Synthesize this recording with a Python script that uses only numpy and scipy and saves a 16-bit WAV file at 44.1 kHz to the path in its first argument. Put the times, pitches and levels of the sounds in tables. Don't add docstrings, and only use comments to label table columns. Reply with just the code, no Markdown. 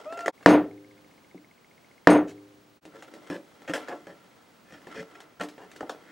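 import sys
import numpy as np
from scipy import signal
from scipy.fft import rfft, irfft, next_fast_len
from scipy.io import wavfile
from scipy.ndimage import uniform_filter1d, map_coordinates

SR = 44100
rng = np.random.default_rng(int(sys.argv[2]) if len(sys.argv) > 2 else 0)


def to_wav(sig):
    pcm = np.clip(np.atleast_2d(sig), -1, 1) * 32767
    pcm = np.round(pcm).astype(np.int16)
    wavfile.write(sys.argv[1], SR, pcm.T)


N = 269671


def amp(db):
    return 10 ** (np.asarray(db) / 20)


def unit(x):
    return x / np.sqrt(np.mean(x ** 2) + 1e-20)


def along(points, hz):
    f, v = np.transpose(points)
    return np.interp(np.log(hz + 1), np.log(f + 1), v)


def wobble(rate):
    knots = rng.standard_normal(int(N * rate / SR) + 4)
    return map_coordinates(knots, [np.arange(N) * rate / SR])


def filtered(x, response):
    m = next_fast_len(x.shape[-1] + 8192)
    spectrum = rfft(x, m) * response(np.fft.rfftfreq(m, 1 / SR))
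    return irfft(spectrum, m)[..., :x.shape[-1]]


def causal(spectrum):
    def response(hz):
        cepstrum = irfft(np.log(amp(along(spectrum, hz)) + 1e-6))
        half = len(cepstrum) // 2
        cepstrum[1:half] *= 2
        cepstrum[half + 1:] = 0
        return np.exp(rfft(cepstrum))
    return response


def resonances(table):
    def response(f):
        total = 0
        for k, (center, width, db) in enumerate(table):
            damped = 1j * f * width
            total = total + (-1) ** k * amp(db) * damped / (center * center - f * f + damped)
        return total
    return response


def bands(x):
    edges = [(400, "low"), ((400, 1000), "band"), ((1000, 3000), "band"), (3000, "high")]
    parts = []
    for k, (hz, kind) in enumerate(edges):
        sos = signal.butter(2, hz, kind, fs=SR, output="sos")
        parts.append((-1) ** k * signal.sosfilt(sos, x))
    return parts


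def add(track, part, s):
    seat = track[:, round(s * SR):][:, :part.shape[-1]]
    seat += part[..., :seat.shape[-1]]


# (pitch_hz [Hz], t60_s [s])
SHOP_DECAY = [(60, 0.55), (200, 0.23), (500, 0.3), (1000, 0.23), (3000, 0.22), (8000, 0.16), (15000, 0.44)]


def shop(seconds):
    size = round(seconds * SR)
    hz, frames, z = signal.stft(rng.standard_normal((2, size)), SR, nperseg=256)
    decay = amp(-60 * frames / along(SHOP_DECAY, hz)[:, None])
    tail = signal.istft(z * decay, SR, nperseg=256)[1][:, :size]
    return tail * amp([[0], [-22]])


# (pitch_hz [Hz], level_db [relative dB per Hz])
AIR_COLOUR = [(18, -63), (30, -14), (177, 7.5), (400, 3), (900, -0.5), (2230, -7), (6000, -14.5),
              (11000, -21.5), (15000, -29)]
# (pitch_hz [Hz], likeness [correlation, 0 to 1])
LIKENESS = [(60, 0.61), (240, 0.72), (950, 0.21), (3770, 0.71), (15000, 0.96)]


def room_tone():
    def response(hz):
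        turn = np.arccos(np.clip(along(LIKENESS, hz), -1, 1)) / 2
        return amp(along(AIR_COLOUR, hz)) * [np.cos(turn), np.sin(turn)]
    mid, side = filtered(rng.standard_normal((2, N)), response)
    return amp(-59 + 1.0 * wobble(3.7)) * unit(np.array([mid + side, mid - side]))


TICK_S, FIRST_TICK_S, TICKS_END_S = .06673, .0434, 2.4
WHINE_HZ = 15734


def camera():
    t = np.arange(N) / SR
    since = (t - FIRST_TICK_S) % TICK_S
    burst = amp(-60 * since / .018 + 1.5 * wobble(15)) * (1 - np.exp(-since / .001))
    burst = burst * (t < TICKS_END_S)
    source = np.sin(2 * np.pi * 2150 * since) + 1.6 * rng.standard_normal(N)
    ticks = unit(filtered(burst * source, resonances([(2180, 600, 0), (1450, 300, -8)])))
    swell = 1 - .45 * np.cos(2 * np.pi * (t - FIRST_TICK_S - .012) / TICK_S)
    whine = amp(-72 + .7 * wobble(8)) * swell * np.sin(2 * np.pi * WHINE_HZ * t)
    return amp(-73) * ticks + whine


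# (pitch_hz [Hz], width_hz [Hz], level_db [relative dB])
STEEL_MODES = [(6460, 28, 8), (8600, 32, 3.5), (8740, 30, 4), (9680, 58, -5), (10540, 130, -9)]
RATTLE_AFTER_S, RATTLE_RISE_S, RATTLE_T60_S = .026, 0.0049, 0.17


def rattle():
    def tool(hz):
        hiss = 0.13 * (hz > 3000) / (1 + (hz / 10000) ** 4)
        return resonances(STEEL_MODES)(hz) + hiss
    chatter = np.zeros(N)
    for s, _, _, rattle_db in MALLET_BLOWS:
        since = np.maximum(np.arange(N) / SR - s - RATTLE_AFTER_S, 0)
        chatter += amp(rattle_db - 60 * since / RATTLE_T60_S) * np.tanh(since / RATTLE_RISE_S)
    noise = rng.standard_normal(N) * amp(2.9 * wobble(150))
    return chatter * unit(filtered(noise, tool))


# (start_s [s], level_db [dB before the band offsets])
RUB_LEVEL = [(2.82, -65.5), (3.1, -54), (3.23, -52.5), (3.41, -65.5), (3.69, -54.5), (3.84, -44),
             (3.92, -50.5), (4.09, -60.5), (4.44, -60.5), (4.72, -71), (4.92, -49), (5.43, -61.5),
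             (5.76, -53.5), (6.11, -58.5)]
# (pitch_hz [Hz], level_db [relative dB per Hz])
WOOD_COLOUR = [(24, -42), (40, -55), (162, -23.5), (229, -13), (301, -0.5), (368, -11), (577, -11),
               (1130, -18.5), (1680, -22.5), (2330, -27.5), (8110, -37), (8730, -41), (15500, -57.5)]
# (pitch_hz [Hz], width_hz [Hz], level_db [relative dB])
CHISEL_MODES = [(1350, 50, 0), (1780, 80, -3), (2050, 80, -3), (2450, 90, -7), (3250, 100, -8),
                (4350, 150, -17), (5400, 150, -14)]
RUB_BANDS_DB, DRAG_BANDS_DB = [-8, -8.5, -6, -14], [-20, 2.5, -5.5, -11]
DRAG_DB, DRAG_FADES_DB_PER_S = -52.5, 13


def rubbing():
    t = np.arange(N) / SR
    grain = rng.standard_normal((2, N)) * amp(2.5 * wobble(60) + 2.5 * wobble(300))
    wood = causal(WOOD_COLOUR)
    chisel = resonances(CHISEL_MODES)
    mid, side = filtered(grain, lambda hz: wood(hz) * (1 + 3 * chisel(hz)))
    parts = bands(np.array([mid + .35 * side, mid - .35 * side]))
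    s, level_db = np.transpose(RUB_LEVEL)
    hands = amp(np.interp(t, s, level_db, left=-120, right=-120))
    drag = amp(DRAG_DB - DRAG_FADES_DB_PER_S * t) * (t < DIPS_S[0])
    out = np.zeros((2, N))
    for rub_db, drag_db, part in zip(RUB_BANDS_DB, DRAG_BANDS_DB, parts):
        level = hands * amp(rub_db) + drag * amp(drag_db)
        out += amp(2.2 * wobble(11)) * level * unit(part)
    return out


PARTIALS_DB = [0, -9, -30, -22]
# (pitch_hz [Hz], width_hz [Hz], level_db [relative dB])
SQUEAK_RESONANCE = [(1404, 83, 7)]
SLIP_FROM_HZ, SLIP_TO_HZ = 512, 682
SLIP_S, SPEED_UP_S, SLIP_STOP_S = .02, .135, .285
GRIP_S, GRIP_RISE_S = .062, .006
SQUEAK_DB, SQUEAK_GROWS_DB_PER_S = -40.5, 8


def squeak():
    t = np.arange(N) / SR
    speed = np.sin(np.pi / 2 * np.clip((t - SLIP_S) / SPEED_UP_S, 0, 1))
    hz = SLIP_FROM_HZ + (SLIP_TO_HZ - SLIP_FROM_HZ) * speed
    phase = 2 * np.pi * np.cumsum(hz * (1 + .006 * wobble(110))) / SR
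    grip = (1 + np.tanh((t - GRIP_S) / GRIP_RISE_S)) / 2
    grip = grip * amp(SQUEAK_DB + SQUEAK_GROWS_DB_PER_S * t) * (t < SLIP_STOP_S)
    slips = np.zeros(N)
    for k, db in enumerate(PARTIALS_DB):
        slips += np.sqrt(2) * amp(db + 2.2 * wobble(90)) * np.sin((k + 1) * phase)
    direct = filtered(grip * slips, lambda f: 1 + resonances(SQUEAK_RESONANCE)(f))
    tail = shop(.3)[0]
    reverberant = signal.fftconvolve(direct, tail / np.linalg.norm(tail))[:N]
    return (direct + amp(-6) * reverberant) * (t < DIPS_S[0])


# (pitch_hz [Hz], level_db [relative dB], t60_s [s])
BENCH_MODES = [(108.35, -30, 1.2), (179.1, -1.5, 0.27), (188.6, -21, 0.19), (300.3, -33.5, 1.6),
               (296.9, 0, 0.38), (326, -1.5, 0.17), (388.3, -7, 0.22), (398, -34, 1.4), (446.2, -2, 0.24),
               (472, -16.5, 0.15), (522.3, -35, 1.6), (550.2, -8, .2), (574, -8.5, 0.26),
               (640, -13.5, 0.18), (676, -15, .22), (729, -19.5, 0.41), (770, -15.5, .2), (1025, -19, .22),
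               (1030, -23, 0.067), (1285, -57.5, 0.16), (1314, -16.5, 0.27), (1703, -11, 0.12),
               (1825, -13, 0.26)]


def bench_modes(seconds):
    t = np.arange(round(seconds * SR)) / SR
    return np.array([amp(db - 60 * t / t60) * np.sin(2 * np.pi * f * t) for f, db, t60 in BENCH_MODES])


# (pitch_hz [Hz], level_db [relative dB])
CRACK_COLOUR = [(40, -28), (120, -14), (280, -2), (500, 0), (760, -2), (1050, -10), (1350, -7), (1800, -3),
                (2300, -19), (3200, -20), (4500, -37), (6800, -27), (9000, -38), (15500, -52)]
ECHO_S, ECHO_DB = .07, -10
LEAD_DB = -5


def knock(modes, crack_db, ring_db, spread_db, seat_s=0):
    t = np.arange(modes.shape[1]) / SR
    mid, side = filtered(shop(len(t) / SR), causal(WOOD_COLOUR))
    level = np.std(mid[:2000])
    ring = amp(rng.normal(0, spread_db, len(modes))) @ modes
    mid = mid + level * amp(ring_db) * ring * (1 - np.exp(-t / 0.0027))
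    echo = uniform_filter1d(mid, size=7) * (1 - np.exp(-t / 0.0074))
    mid = mid + amp(ECHO_DB) * np.pad(echo, (round(ECHO_S * SR), 0))[:len(t)]
    splinter = .16 * amp(-60 * t / 0.018) * rng.standard_normal(len(t))
    splinter[0] = amp(LEAD_DB)
    splinter[round(seat_s * SR)] = 1
    mid = mid * np.clip(t / (seat_s + 1e-9), 0, 1)
    crack = filtered(splinter, causal(CRACK_COLOUR))
    mid = mid + level * amp(crack_db) * crack / np.abs(crack).max()
    tilt = .1 * (mid - np.roll(mid, 1))
    return np.array([mid + side + tilt, mid - side]) / np.abs(mid).max()


KNOCK_SHARE, KNOCK_DB = .45, -1.5
HELD_DB_PER_S = 95


def contact(out, s, push, wood, click_db, body_db, thud_db, ring_db):
    spike = np.arange(wood.shape[1]) == 0
    varied = [(hz, width, db + rng.normal(0, 2.5)) for hz, width, db in CHISEL_MODES]
    steel = filtered(spike * 1.0, resonances(varied))
    wood = wood * amp(-HELD_DB_PER_S * np.arange(len(spike)) / SR)
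    sound = signal.fftconvolve(np.vstack([wood, steel]), push[None], axes=1)
    keep = round((DIPS_S[DIPS_S > s][0] - s) * SR)
    knock_db = click_db + KNOCK_SHARE * (body_db - click_db) + KNOCK_DB
    parts = [*bands(sound[:2]), sound[2:]]
    levels_db = (thud_db, body_db, knock_db, click_db, knock_db + ring_db)
    for part, db in zip(parts, levels_db):
        add(out, amp(db) * part[:, :keep] / np.abs(part).max(), s)


def grit(size):
    return rng.standard_normal(size) * (rng.random(size) < .05)


# (start_s [s], click_db, body_db, thud_db [dB, peak of each range],
# ring_db [dB, chisel ring over knock])
TAP_CONTACTS = [(0.124, -37, -36, -47, -14), (0.173, -37, -33, -52, -10), (0.1894, -36.5, -41.5, -61, 8),
                (0.2063, -33.5, -45, -55, -8), (0.2588, -24, -27.5, -30.5, 6),
                (0.2791, -22.5, -12.5, -38.5, -8.5), (1.3445, -62, -57, -36.5, -10),
                (2.8517, -39.5, -49, -38.5, -10), (3.023, -40.5, -41, -61, -7),
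                (3.0455, -48.5, -59.5, -55, -15), (3.1362, -43.5, -50, -39, -13),
                (3.2715, -45, -60, -45.5, -10), (3.2987, -34, -41, -27, 9), (3.3399, -46, -61, -39, -7.5),
                (3.6177, -44, -51.5, -46, -12), (3.6948, -33, -54, -26, -10),
                (3.7351, -22.5, -23, -53, -30), (3.7779, -41, -29, -49, -10),
                (3.8828, -34.5, -31, -56, -10), (4.0682, -42, -38.5, -41, -6),
                (4.7218, -42, -51.5, -42, -9.5), (4.8162, -50, -56.5, -55, -8), (4.8686, -43, -41, -40, -5),
                (5.003, -40, -60, -55.5, -6), (5.2023, -39.5, -48, -64, -15), (5.3976, -37, -52, -33, -3),
                (5.4095, -27, -37, -32, -14), (5.4337, -32, -39, -39, -12),
                (5.4857, -36.5, -58, -51.5, -10), (5.5782, -49, -40, -49, -16), (5.7144, -38, -78, -63, -8),
                (5.7606, -38, -75, -44.5, -14), (5.8062, -40.5, -24, -49.5, -16),
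                (5.8282, -64, -27, -38, -13), (5.8937, -31, -27.5, -43, -13.5),
                (5.9455, -52, -38, -43.5, -5)]
# (start_s [s], length_s [s], swell_s [s], click_db, body_db, thud_db
# [dB, peak of each range], ring_db [dB, chisel ring over knock])
SCRAPE_CONTACTS = [(.4, 0.024, 0.0039, -56.5, -47, -67, -19), (.4251, .01, .001, -46, -51, -67, -29.5),
                   (2.27, 0.051, .0067, -40.5, -86, -63, -26), (2.918, 0.068, 0.018, -60, -43.5, -48, -30),
                   (3.3, 0.073, 0.0051, -40.5, -33.5, -34.5, -2),
                   (3.675, 0.049, 0.0014, -37.5, -30, -44, 0.5),
                   (3.738, 0.035, 0.0037, -30.5, -31, -46, -3),
                   (3.878, 0.068, .013, -46.5, -28.5, -39, -23),
                   (4.073, 0.064, 0.0022, -51, -41.5, -46.5, 0.5), (4.618, 0.18, 0.088, -55, -54, -56, 9),
                   (4.725, 0.033, 0.008, -55, -49, -47, 9.5), (4.935, 0.084, 0.024, -43.5, -41.5, -34, 9.5),
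                   (5.14, 0.024, 0.023, -49, -47.5, -89, 6), (5.39, 0.047, .014, -37.5, -26, -36, 6.5),
                   (5.586, 0.071, 0.004, -50.5, -42, -53.5, -13), (6.029, 0.099, 0.059, -54, -58, -57.5, 9)]
TAP_S = .28


def taps():
    out, t = np.zeros((2, N)), np.arange(8000) / SR
    modes = bench_modes(TAP_S)
    for s, *levels_db in TAP_CONTACTS:
        push = .3 * grit(len(t)) * np.exp(-t / .0025)
        push[round(.0015 * SR)] = 1
        wood = knock(modes, crack_db=18.5, ring_db=-5.5, spread_db=5.5)
        contact(out, s, push[:900], wood, *levels_db)
    for s, length, swell, *levels_db in SCRAPE_CONTACTS:
        push = grit(len(t)) * np.clip(t / swell, 0, 1) ** 2 * np.clip((length - t) / 0.015, 0, 1)
        wood = knock(modes, crack_db=18, ring_db=-1.5, spread_db=6.5)
        contact(out, s, push[:round(length * SR)], wood, *levels_db)
    return out


# (start_s [s], level_db [dB, before treble filter and limiter],
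# treble_db [dB, at 8 kHz and above], rattle_db [dB, level the tool's rattle decays from])
MALLET_BLOWS = [(0.4605, 9.5, -11, -34.5), (2.072, 8.5, -16, -29.5)]
BLOW_S = 1.2
SEAT_S = .0016


def mallet():
    out = np.zeros((2, N))
    blow = knock(bench_modes(BLOW_S), crack_db=16, ring_db=-2, spread_db=1, seat_s=SEAT_S)
    for s, db, treble_db, _ in MALLET_BLOWS:
        add(out, amp(db) * filtered(blow, causal([(2000, 0), (8000, treble_db)])), s)
    return out


def scene():
    work = mallet() + taps() + squeak() + rubbing() + rattle()
    return work * amp([[.25], [-.25]]) + room_tone() + camera()


DIPS_S = np.array([.317, 2.807, 7])
FADE_OUT_S, FADE_IN_S, FADE_POWER, FADE_FLOOR_DB = .036, .027, 1.5, -42
RELEASE_DB_PER_S = 210
TOP_HZ = 15900


def record(dry):
    t = np.arange(N) / SR
    over_db = np.maximum(20 * np.log10(np.abs(dry).max(0) + 1e-9) + 0.5, 0)
    release_db = RELEASE_DB_PER_S * t
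    duck_db = np.maximum.accumulate(over_db + release_db) - release_db
    pole = np.exp(-1 / (0.002 * SR))
    duck_db = signal.lfilter([1 - pole], [1, -pole], duck_db)
    away = np.min([np.maximum((dip - t) / FADE_OUT_S, (t - dip) / FADE_IN_S) for dip in DIPS_S], axis=0)
    fader = np.clip(away ** FADE_POWER, amp(FADE_FLOOR_DB), 1)
    limited = np.clip(dry * amp(-duck_db), -.96, .96)
    return filtered(limited * fader, lambda hz: hz < TOP_HZ)


dry = scene()
out = record(dry)
to_wav(out)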